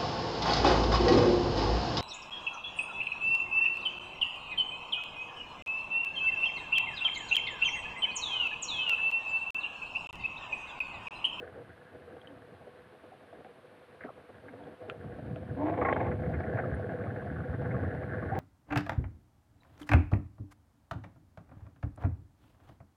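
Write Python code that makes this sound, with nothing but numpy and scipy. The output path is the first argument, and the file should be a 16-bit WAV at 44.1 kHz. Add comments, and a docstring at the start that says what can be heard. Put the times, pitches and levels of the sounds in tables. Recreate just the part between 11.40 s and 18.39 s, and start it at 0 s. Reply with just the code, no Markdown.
"""A small electric two-wheeler coasts and slows through a turn: noise for air and tyres, faint motor tones.
Soft bumps, a few chassis blows, a brief squeal and a sharp crack lead into louder rolling noise.
Then the hub motor pulls: a stack of gliding sines whines upward, noise growls and the chassis judders.
At speed random taps through filters rumble over the paving joints, ring the frame and buzz the fittings.
A last short growl comes with a rising motor whine at the end, made of short gliding sines."""
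import sys
import numpy as np
from scipy import signal
from scipy.fft import rfft, irfft, next_fast_len
from scipy.io import wavfile
from scipy.ndimage import uniform_filter1d, map_coordinates

SR = 44100
rng = np.random.default_rng(int(sys.argv[2]) if len(sys.argv) > 2 else 0)


def master(y):
    """Save y as 16-bit WAV."""
    cut = np.clip(np.atleast_2d(y).T, -1, 1)
    pcm = np.round(cut * 32767)  # scale
    wavfile.write(sys.argv[1], SR, pcm.astype(np.int16))


N = 308259

# How hard the paving shakes the vehicle, before the part trims below.
# Each row: time in seconds, frame shaking in dB, tyre rumble in dB, fittings buzz in dB.
RIDE = [(0.0, -44, -55, -52), (0.14, -51, -58.5, -61.5), (0.36, -56.5, -62, -63), (0.77, -52.5, -64, -63),
        (1.0, -55.5, -60, -64.5), (1.8, -58, -75, -68.5), (1.98, -52.5, -66, -66.5),
        (2.17, -59, -76, -71.5), (2.55, -58, -70, -71), (3.1, -55, -61.5, -64), (3.45, -47, -59.5, -63.5),
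        (3.64, -47, -45, -58.5), (3.86, -47, -43, -59), (4.08, -46.5, -42.5, -59),
        (4.55, -41.5, -40.5, -60.5), (4.78, -37.5, -34, -57), (4.98, -41.5, -38.5, -50),
        (5.1, -38, -40, -45), (5.35, -39.5, -40, -48), (5.8, -40.5, -42.5, -50), (6.12, -43, -38, -51),
        (6.35, -38.5, -35.5, -47.5), (6.6, -41, -40, -48.5), (6.98, -41.5, -38.5, -45.5)]
# Short gliding notes of rubbing parts, and in the last two rows the motor's last rising whine.
# Each row: start in seconds, length in seconds, pitch in Hz, level in dB,
# pitch unsteadiness as a share, glide as a share per second.
GLIDING_NOTES = [(2.685, 0.028, 618, -46, 0.12, 2), (2.653, 0.07, 1203, -52.5, 0.091, -0.5),
                 (2.688, 0.014, 1360, -52, 0.056, -2), (4.379, 0.05, 497, -30, 0.018, 0),
                 (4.414, 0.022, 1138, -31, 0.028, 0), (4.45, 0.039, 1110, -30, 0.025, -1),
                 (4.489, 0.039, 1096, -31, 0.029, -0.3), (6.909, 0.043, 697, -32, 0.073, 3),
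                 (6.946, 0.056, 769, -35.5, 0.064, 1)]
# Tyres meeting raised blocks. Each row: start in seconds, level in dB, pitch of the frame's answer in Hz.
BUMPS = [(0.155, -39, 512), (0.212, -41.5, 487), (0.547, -41.5, 485), (0.727, -41.5, 325),
         (0.765, -40.5, 487), (1.27, -40.5, 497), (1.635, -45, 510), (1.718, -43.5, 760), (1.925, -41, 638),
         (1.999, -42.5, 528), (2.047, -42.5, 749), (2.641, -37, 248), (2.645, -36.5, 421),
         (2.775, -42, 495), (2.89, -40.5, 500), (3.135, -39.5, 490), (3.268, -36.5, 478),
         (3.322, -44.5, 284), (3.424, -38, 650), (3.481, -34.5, 436), (3.638, -43, 625), (3.785, -36, 620),
         (3.824, -42, 710), (3.96, -36.5, 616), (4.894, -32.5, 660), (4.997, -31.5, 697),
         (5.134, -36.5, 544), (5.252, -36.5, 685), (5.394, -33, 640), (5.514, -35.5, 619),
         (5.857, -36, 696), (6.214, -32.5, 672), (6.405, -35.5, 502), (6.472, -37, 492),
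         (6.543, -33.5, 591), (6.951, -29, 750)]
# Grit pinging from under a tyre. Each row: start in seconds, peak in dB, pitch in Hz,
# fall by 60 dB in seconds.
GRIT = [(0.814, -53.5, 3230, 0.012), (0.82, -62, 3250, 0.012), (0.8725, -45, 3100, 0.0096),
        (0.882, -63, 3080, 0.022), (3.237, -58.5, 3300, 0.016), (4.531, -51, 3160, 0.08),
        (5.344, -65, 9500, 0.043)]
# Resonances of the frame. Each row: centre in Hz, width in Hz, level in dB.
FRAME_MODES = [(349, 29, -19.5), (495.2, 16.6, 0), (676, 210, -36), (1070, 46, -31)]
# Tyre rumble colour. Each row: frequency in Hz, relative level in dB.
RUMBLE_COLOUR = [(20, -66.5), (38, -47.5), (50, -24), (65, -10), (85, 1.5), (110, 2), (150, -1.5),
                 (205, -5), (300, -11), (420, -22), (700, -38), (1500, -86.5)]
# Tread slap colour. Each row: frequency in Hz, relative level in dB.
TREAD_COLOUR = [(100, -32.5), (220, 2), (300, 3), (370, 2), (440, 3), (560, -4.5), (630, 6.5), (730, 3),
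                (850, -5), (1000, -17.5), (1090, -7.5), (1250, -22.5), (2200, -21.5), (5000, -58.5)]
# Buzz colour of the loose fittings. Each row: frequency in Hz, relative level in dB.
FITTINGS_COLOUR = [(600, -53), (1150, -21), (1330, -4.5), (1480, 3.5), (1680, 4.5), (1850, -3.5),
                   (1960, -8.5), (2100, -9.5), (2300, -34.5), (2600, -39.5), (3500, -36.5), (6000, -63.5)]
# Growl colour of the labouring motor. Each row: frequency in Hz, relative level in dB.
LABOUR_COLOUR = [(40, -47), (120, -22), (280, 5), (420, -1), (490, 0.5), (560, 0.5), (750, -0.5),
                 (860, 1.5), (980, -9), (1090, -1.5), (1220, -21), (1400, -22), (2200, -18.5),
                 (2800, -32.5), (3600, -37), (5000, -61.5)]
# Dull knock colour of a chassis blow. Each row: frequency in Hz, relative level in dB.
KNOCK_COLOUR = [(40, -51), (100, -23.5), (230, -8), (350, -1.5), (500, 2.5), (760, 7), (1100, -12.5),
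                (1500, -7.5), (2500, -44), (5000, -78.5)]
# Bright clack colour of a chassis blow. Each row: frequency in Hz, relative level in dB.
CLACK_COLOUR = [(600, -34), (1200, 2), (1600, 8.5), (2150, 5), (2450, -7), (2680, -16), (2900, -23),
                (3300, -27), (4200, -50), (10000, -62)]
# Soft thud colour of a raised block. Each row: frequency in Hz, relative level in dB.
BUMP_COLOUR = [(40, -49.5), (100, -25.5), (300, 9), (520, 1), (720, 6), (1000, -10.5), (1700, -11.5),
               (2600, -25.5), (5000, -35.5), (10000, -82)]
# Colour of the surrounding streets. Each row: frequency in Hz, relative level in dB.
AIR_COLOUR = [(20, -35), (100, 4.5), (600, -1), (1100, -0.5), (2000, -6), (3000, -10.5), (4200, -17),
              (5500, -28.5), (7300, -33.5), (8500, -26.5), (9600, -23.5), (10500, -27.5), (12700, -29)]
# Overtones of the motor's whine. Each row: pitch ratio, level in dB.
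OVERTONES = [(1, 3), (2.13, -7.5), (2.6, -14), (3.1, -16), (3.45, -20), (3.72, -18.5)]
# Colour of a crack against the frame. Each row: frequency in Hz, relative level in dB.
CRACK_COLOUR = [(300, -27), (900, -12.5), (1380, 6.5), (1800, -5), (2200, -7), (2520, 2.5), (2850, -2.5),
                (3400, -8), (4000, -21.5), (4600, -26), (5400, -43.5), (6900, -36), (10000, -43)]
# Rattle colour of the loose fittings. Each row: frequency in Hz, relative level in dB.
RATTLE_COLOUR = [(200, -1.5), (450, 8.5), (750, 4), (950, -21.5), (1100, 10), (1300, 7), (1550, 1),
                 (1850, -20.5), (2100, -7.5), (2400, -28.5), (3000, -33), (6000, -54)]
# The motor pulling. Each row: start in seconds, length in seconds, growl level in dB, attack in seconds.
PULLS = [(4.152, 0.588, -35.5, 0.12), (6.917, 0.2, -39, 0.04)]
# The whine as the motor takes up the load. Each row: time in seconds, pitch in Hz, level in dB.
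WHINE = [(4.16, 269, -39), (4.185, 276.4, -37), (4.205, 283.5, -31), (4.24, 298.8, -32),
         (4.29, 314.5, -33.5), (4.33, 323, -37), (4.35, 328.6, -46), (4.44, 333, -50)]
# How the body passes the whine. Each row: frequency in Hz, gain in dB.
WHINE_BODY = [(260, -0.5), (308, -1.5), (335, 2), (520, -22), (610, 2), (650, -0.5), (682, 11), (730, -1),
              (840, -6.5), (895, 12.5), (960, -5), (1030, -6), (1085, 4), (1180, -12.5)]
# The motor murmuring while coasting. Each row: start in seconds, length in seconds, pitch in Hz, level in dB.
MURMURS = [(0.84, 0.16, 277.4, -54), (2.994, 0.38, 273.2, -55)]
# Blows of the chassis, a quick judder as the motor pulls. Each row: start in seconds, level in dB,
# clack against that level in dB, chatter length in seconds.
KNOCKS = [(2.045, -45, -5, 0.032), (2.605, -45.5, 2, 0.065), (2.634, -41.5, 2, 0.022),
          (2.644, -33.5, -16, 0.05), (3.081, -40, -3, 0.035), (4.257, -37.5, -6, 0.055),
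          (4.281, -26, -14, 0.055), (4.334, -29.5, -11, 0.041), (4.374, -27.5, -16, 0.045),
          (4.412, -16, -14.5, 0.045), (4.447, -17.5, -8, 0.055), (4.483, -17.5, -11, 0.053),
          (4.524, -8, -10.5, 0.017), (4.561, -18, -10, 0.024), (4.599, -25.5, -9, 0.069),
          (4.642, -28, -13, 0.081), (4.677, -30, -13, 0.04), (4.713, -30, -7.5, 0.047),
          (4.788, -33, -15, 0.035), (4.829, -38.5, -5, 0.058), (4.86, -33.5, -6, 0.032),
          (4.937, -31.5, -4.5, 0.052), (4.967, -38, -6.5, 0.033), (5.002, -25, -9.5, 0.022),
          (5.033, -38.5, -1, 0.039), (5.17, -26, -10.5, 0.054), (5.188, -26.5, -7, 0.045),
          (5.228, -35, -16, 0.019), (5.304, -45, -8, 0.022), (5.367, -35.5, -10, 0.024),
          (5.522, -33.5, -20, 0.025), (5.636, -33, -7, 0.022), (5.759, -33.5, -8, 0.03),
          (6.213, -30.5, -23, 0.12), (6.247, -35, -8, 0.03), (6.308, -32, -6.5, 0.038),
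          (6.451, -36, -5, 0.013), (6.491, -38, -7, 0.011), (6.547, -33, -15, 0.021),
          (6.579, -40, -3, 0.014), (6.632, -35.5, -3, 0.017), (6.778, -35, -9, 0.033),
          (6.915, -42, -6, 0.025), (6.951, -33, -2.5, 0.021)]
# Sharp cracks of a stone or a stop against the frame. Each row: start in seconds, level in dB.
CRACKS = [(2.047, -37), (3.4988, -13), (3.96, -27.5), (4.528, -20.5)]
# A tyre dropping into a hollow. Each row: start in seconds, level in dB.
THUMPS = [(3.496, -46), (3.734, -36), (3.903, -41), (4.287, -35.5), (4.406, -31), (4.67, -30),
          (4.833, -30.5), (4.92, -31), (4.961, -25.5), (5.138, -28), (5.319, -30.5), (5.392, -40),
          (5.67, -33.5), (5.905, -33.5), (6.083, -29.5), (6.337, -28), (6.388, -30.5), (6.443, -30.5),
          (6.852, -30), (6.917, -34.5)]
# Brief dips of the rolling noise. Each row: middle in seconds, length in seconds, depth in dB.
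LULLS = [(3.378, 0.076, -8), (3.585, 0.04, -6), (4.002, 0.046, -4), (4.78, 0.054, -3), (5.026, 0.025, -2.5),
         (5.745, 0.034, -0.5), (6.187, 0.05, -2.5), (6.515, 0.068, -1)]

TOP_HZ = 12770  # the microphone's band limit
RUMBLE_DB, TREAD_DB, FRAME_DB = 2, -4.5, -2.5  # rumble over its curve; tread and frame over the shaking
FITTINGS_DB, RATTLE_DB = -1, -7.5  # buzz and rattle over the fittings' curve
GENTLE_DB, HARD_DB = -50, -41.5  # shaking when rolling gently and at speed
JOLT_RATE = 34  # random changes of push a second from the unevenly laid blocks
JOLT_GENTLE_DB, JOLT_HARD_DB = 2.5, 0.7  # the jolts stand apart when gentle and merge at speed
TREAD_HARD_DB = 1.5  # extra slap of the tread at speed
JOINT_RATE_HZ, JOINT_SCATTER = 22, 0.32  # joints met a second; their unevenness as a share of the gap
THUMP_HZ, THUMP_SCATTER, THUMP_RISE_S = 99.2, 0.15, 0.014  # bounce pitch, scatter share, time to its peak
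THUMP_LOW_HZ = 57  # high-pass corner of the bounce
BUMP_THUD_DB, BUMP_RING_DB, BUMP_RING_T60_S, BUMP_RING_ATTACK_S = -6, 2.5, 0.084, 0.006
GRIT_RISE_S, GRIT_SCRAPE = 0.0019, 0.6  # a stone's onset; how far scraping blurs its note in radians
NOTE_ROUGH_DB = 37  # level flutter of the gliding notes per unit of unsteadiness
CHATTER_ATTACK_S, STRIKE_DB = 0.00313, 9  # the parts close, strike hard, then chatter
REBOUND_RATE = 450  # mean tiny rebounds a second within a blow
REBOUND_DB, SCRAPE_DB = 9.5, -4  # rebounds before their doubling, and the scraping between them
PULL_RELEASE_S = 0.073


def amp(db):
    """Decibels to gain."""
    return 10 ** (np.asarray(db) / 20)


def unit(x):
    """x at rms 1."""
    return x / np.sqrt(np.mean(x ** 2) + 1e-20)


def curves(rows):
    """One value per sample for each column after the time."""
    s, *cols = np.transpose(rows)
    return [np.interp(np.arange(N) / SR, s, c) for c in cols]


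def wobble(rate):
    """A smooth random curve, rate knots a second."""
    knots = rng.standard_normal(int(N * rate / SR) + 4)
    return map_coordinates(knots, [np.arange(N) * rate / SR])


def filtered(x, response):
    """x times a complex response of frequency."""
    m = 2 * next_fast_len(N // 2 + SR // 4)
    return irfft(rfft(x, m) * response(np.fft.rfftfreq(m, 1 / SR)), m)[:N]


def coloured(x, points):
    """x through a causal filter of unit power shaped by (Hz, dB) points."""
    def response(hz):
        f, db = np.transpose(points)
        gain = unit(amp(np.interp(np.log(hz + 1), np.log(f), db)))
        # folding the cepstrum forward in time gives minimum phase
        cepstrum = irfft(np.log(gain))
        half = len(cepstrum) // 2
        return np.exp(rfft(np.r_[cepstrum[0], 2 * cepstrum[1:half]], len(cepstrum)))
    return filtered(x, response)


def impacts(rate, spread_db):
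    """Random tiny blows, rate a second on average, of scattered strength."""
    hits = rng.random(N) < rate / SR
    signs = rng.choice([-1, 1], N)
    return hits * signs * amp(spread_db * np.clip(rng.standard_normal(N), -2, 2))


def burst(t60):
    """A contact that starts to chatter and dies away."""
    t = np.arange(SR // 4) / SR
    return rng.standard_normal(len(t)) * np.minimum(t / CHATTER_ATTACK_S, 1) * amp(-60 * t / max(t60, .005))


def swell(t, length, attack, release):
    """An envelope that rises, holds and falls within length."""
    return np.clip(t / attack, 0, 1) * np.clip((length - t) / release, 0, 1)


def add(track, s, sound):
    """Mix a sound in at time s."""
    part = track[max(round(s * SR), 0):][:len(sound)]
    part += sound[:len(part)]


def air():
    """The steady wash of the streets around, coloured noise with a faint hiss on top."""
    return amp(-61) * unit(coloured(rng.standard_normal(N), AIR_COLOUR))


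def grit():
    """Small stones ping from under the tyres; hard contacts crack against the frame."""
    pings, blows, t = np.zeros(N), np.zeros(N), np.arange(SR // 20) / SR
    for s, db, hz, t60 in GRIT:
        scrape = GRIT_SCRAPE * wobble(1300)[:len(t)]
        onset = (1 - np.exp(-t / GRIT_RISE_S)) ** 2
        ring = np.sin(2 * np.pi * hz * t + scrape) * onset * amp(-60 * t / t60)
        add(pings, s, amp(db) * ring / np.abs(ring).max())
    for s, db in CRACKS:
        add(blows, s, amp([db]))
        add(blows, s, amp(db - 30.5) * burst(t60=0.063))  # the contact skitters
    return pings + coloured(blows, CRACK_COLOUR)


def gliding_notes():
    """Rubbing parts, and at the end the motor's rising whine, sing briefly on unsteady, gliding sines."""
    out = np.zeros(N)
    for s, length, hz, db, unsteady, glide in GLIDING_NOTES:
        n = int(length * SR)
        pitch_hz = hz * (1 + glide * np.arange(n) / SR + unsteady * wobble(400)[:n])
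        flutter = amp(NOTE_ROUGH_DB * unsteady * wobble(250)[:n])
        note = np.sin(2 * np.pi * np.cumsum(pitch_hz) / SR)
        add(out, s, amp(db) * flutter * signal.windows.tukey(n, .6) * note)
    return out


def bumps():
    """Raised blocks give soft noise thuds, and the frame answers with a short, wavering note."""
    blows, rings, t = np.zeros(N), np.zeros(N), np.arange(SR // 4) / SR
    answer = amp(BUMP_RING_DB - 60 * t / BUMP_RING_T60_S) * (1 - np.exp(-t / BUMP_RING_ATTACK_S))
    for s, db, hz in BUMPS:
        add(blows, s, amp(db + BUMP_THUD_DB) * burst(t60=0.08))
        note = np.sin(2 * np.pi * hz * t + 0.84 * wobble(163)[:len(t)])
        add(rings, s, amp(db) * answer * note)
    return coloured(blows, BUMP_COLOUR) + rings


def thumps():
    """A tyre drops into a hollow and bounces for a few low cycles."""
    out, t = np.zeros(N), np.arange(SR // 6) / SR
    u = t / THUMP_RISE_S
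    envelope = (u * np.exp(1 - u)) ** 2
    chances = np.clip(rng.standard_normal(len(THUMPS)), -2, 2)
    for (s, db), chance in zip(THUMPS, chances):
        hz = THUMP_HZ * (1 + THUMP_SCATTER * chance)
        add(out, s, amp(db) * envelope * np.sin(2 * np.pi * hz * t))
    highpass = signal.butter(N=4, Wn=THUMP_LOW_HZ, btype="highpass", fs=SR, output="sos")
    return signal.sosfilt(highpass, out)


def paving():
    """The jolts of single blocks in dB, shared by tyres, frame and buzz; slow undulations are taken out."""
    shake_db = curves(RIDE)[0]
    ground = wobble(JOLT_RATE)
    steps = unit(ground - uniform_filter1d(ground, size=SR // 8))
    depth_db = np.interp(shake_db, [GENTLE_DB, HARD_DB], [JOLT_GENTLE_DB, JOLT_HARD_DB])
    return depth_db * np.clip(steps, -2, 2)


def contact():
    """The gain of the rolling noise, which dips briefly on smoother blocks."""
    dip_db = np.zeros(N)
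    for s, length, db in LULLS:
        add(dip_db, s - length / 2, db * signal.windows.tukey(int(length * SR), .5))
    return amp(dip_db)


def frame_ring(x):
    """x through the frame's resonances, band-passes of alternating sign."""
    def response(f):
        total = 0
        for k, (centre, width, db) in enumerate(FRAME_MODES):
            damping = 1j * f * width
            total = total + (-1) ** k * amp(db) * damping / (centre * centre - f * f + damping)
        return total
    return filtered(x, response)


def frame(jolt_db):
    """The frame burbles on its main mode, kept going by the patter of the paving."""
    shake_db = curves(RIDE)[0]
    tilt = [(100, -30.0), (300, 7.0), (1100, -2.5), (1500, -12.5), (4000, -37.5)]  # Hz, relative dB
    ring = coloured(frame_ring(impacts(rate=2700, spread_db=3.5)), tilt)
    # levelled, so that the shaking and the flutter set its strength
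    swing = np.sqrt(np.abs(uniform_filter1d(ring ** 2, size=3000)) + 1e-12)
    # each block gives its own push, and the note wavers as the frame flexes
    flutter = unit(amp(jolt_db + 4 * np.tanh(2 * wobble(24))))
    flex = .0004 * SR * wobble(16)  # time shift in samples
    ring = map_coordinates(ring / swing, [np.arange(N) + flex], mode="nearest")
    return amp(shake_db + FRAME_DB) * flutter * ring


def clatter(spread_db, t60):
    """Every paving joint gives a small knock that chatters briefly as fading noise."""
    count = int(JOINT_RATE_HZ * N / SR)
    late, size = np.clip(rng.standard_normal((count, 2)), -2, 2).T
    at = (np.arange(count) + JOINT_SCATTER * late) * SR / JOINT_RATE_HZ
    strikes = np.bincount(np.clip(at, 0, N - 1).astype(int), amp(spread_db * size), N)
    fading = signal.lfilter([1], [1, -amp(-60 / (max(t60, .005) * SR))], strikes)
    return fading * rng.standard_normal(N)


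def rolling(jolt_db):
    """Paving joints shake the tyres and loose fittings: filtered random taps, plus a rattle at each joint."""
    shake_db, rumble_db, fittings_db = curves(RIDE)
    rumble_taps = impacts(rate=1100, spread_db=3.0) * amp(jolt_db + 0.78 * wobble(14))
    rumble = unit(coloured(rumble_taps, RUMBLE_COLOUR))
    tread_taps = impacts(rate=1100, spread_db=4.0) * amp(jolt_db + 1.1 * wobble(22))
    tread = unit(coloured(tread_taps, TREAD_COLOUR))
    buzz_taps = impacts(rate=700, spread_db=5.5) * amp(0.45 * jolt_db + 2.0 * wobble(48))
    buzz = unit(coloured(buzz_taps, FITTINGS_COLOUR))
    rattle = unit(coloured(clatter(spread_db=6.0, t60=0.07), RATTLE_COLOUR))
    fittings = amp(FITTINGS_DB) * buzz + amp(RATTLE_DB) * rattle
    tread_db = shake_db + TREAD_DB + np.interp(shake_db, [GENTLE_DB, HARD_DB], [0, TREAD_HARD_DB])
    return amp(rumble_db + RUMBLE_DB) * rumble + amp(tread_db) * tread + amp(fittings_db) * fittings


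def blow(length):
    """Rebounds and scraping build for a few milliseconds to a hard strike, then go on as a cluster that stops
    abruptly."""
    t = np.arange(SR // 4) / SR
    gaps, sizes = rng.random((2, len(t) // 40))
    at = (np.cumsum(.5 + gaps) * SR / REBOUND_RATE).astype(int)
    kicks = (.5 + sizes) * rng.choice([-1, 1], len(at))
    rebounds = np.bincount(at, kicks, len(t))[:len(t)]
    chatter = amp(SCRAPE_DB) * rng.standard_normal(len(t)) + 2 * amp(REBOUND_DB) * rebounds
    fade = amp(-60 * np.minimum(t / max(length, .005), 2) ** 2)  # falls ever faster
    sound = chatter * np.minimum(t / CHATTER_ATTACK_S, 1) * fade
    sound[round(CHATTER_ATTACK_S * SR)] += amp(STRIKE_DB)
    return sound


def judder():
    """Play in the chassis hammers: each blow is a dull knock with a bright clack."""
    knocks, clacks = np.zeros(N), np.zeros(N)
    for s, db, clack_db, length in KNOCKS:
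        add(knocks, s, amp(db - 10) * blow(length))
        add(clacks, s, amp(db + clack_db - 4.0) * blow(length))
    return coloured(knocks, KNOCK_COLOUR) + coloured(clacks, CLACK_COLOUR)


def whine(pitch_hz, waver):
    """The motor's note; each overtone swells as it glides through a resonance of the body."""
    hz = pitch_hz * (1 + waver * wobble(90))
    phase = 2 * np.pi * np.cumsum(hz) / SR
    body_hz, body_db = np.transpose(WHINE_BODY)
    out = np.zeros(N)
    for ratio, db in OVERTONES:
        level_db = db + np.interp(ratio * hz, body_hz, body_db) + 2.9 * wobble(60)
        out += amp(level_db) * np.sin(ratio * phase)
    return out


def motor():
    """The hub motor murmurs while coasting, then whines upward as it pulls, with a growl of random taps."""
    now = np.arange(N) / SR
    pitch_hz, whine_db = curves(WHINE)
    start, end = WHINE[0][0], WHINE[-1][0]
    rise = swell(now - start, end - start, attack=0.01, release=0.022)
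    out = amp(whine_db) * rise * whine(pitch_hz, waver=0.00906)
    growl = unit(coloured(impacts(rate=1000, spread_db=5.0), LABOUR_COLOUR))
    for s, length, hz, db in MURMURS:
        out += amp(db) * swell(now - s, length, attack=0.087, release=0.091) * whine(hz, waver=0.09)
    for s, length, db, attack in PULLS:
        out += amp(db) * swell(now - s, length, attack, PULL_RELEASE_S) * growl
    return out


def scene():
    """Everything at the rider's one microphone."""
    jolt_db = paving()
    road = contact() * (rolling(jolt_db) + frame(jolt_db))
    return (air() + grit() + gliding_notes() + bumps() + thumps() + road + judder() + motor())[None]


def record(dry):
    """The microphone passes nothing above its band limit."""
    return np.array([filtered(x, lambda hz: hz < TOP_HZ) for x in dry])


dry = scene()
out = record(dry)
master(out)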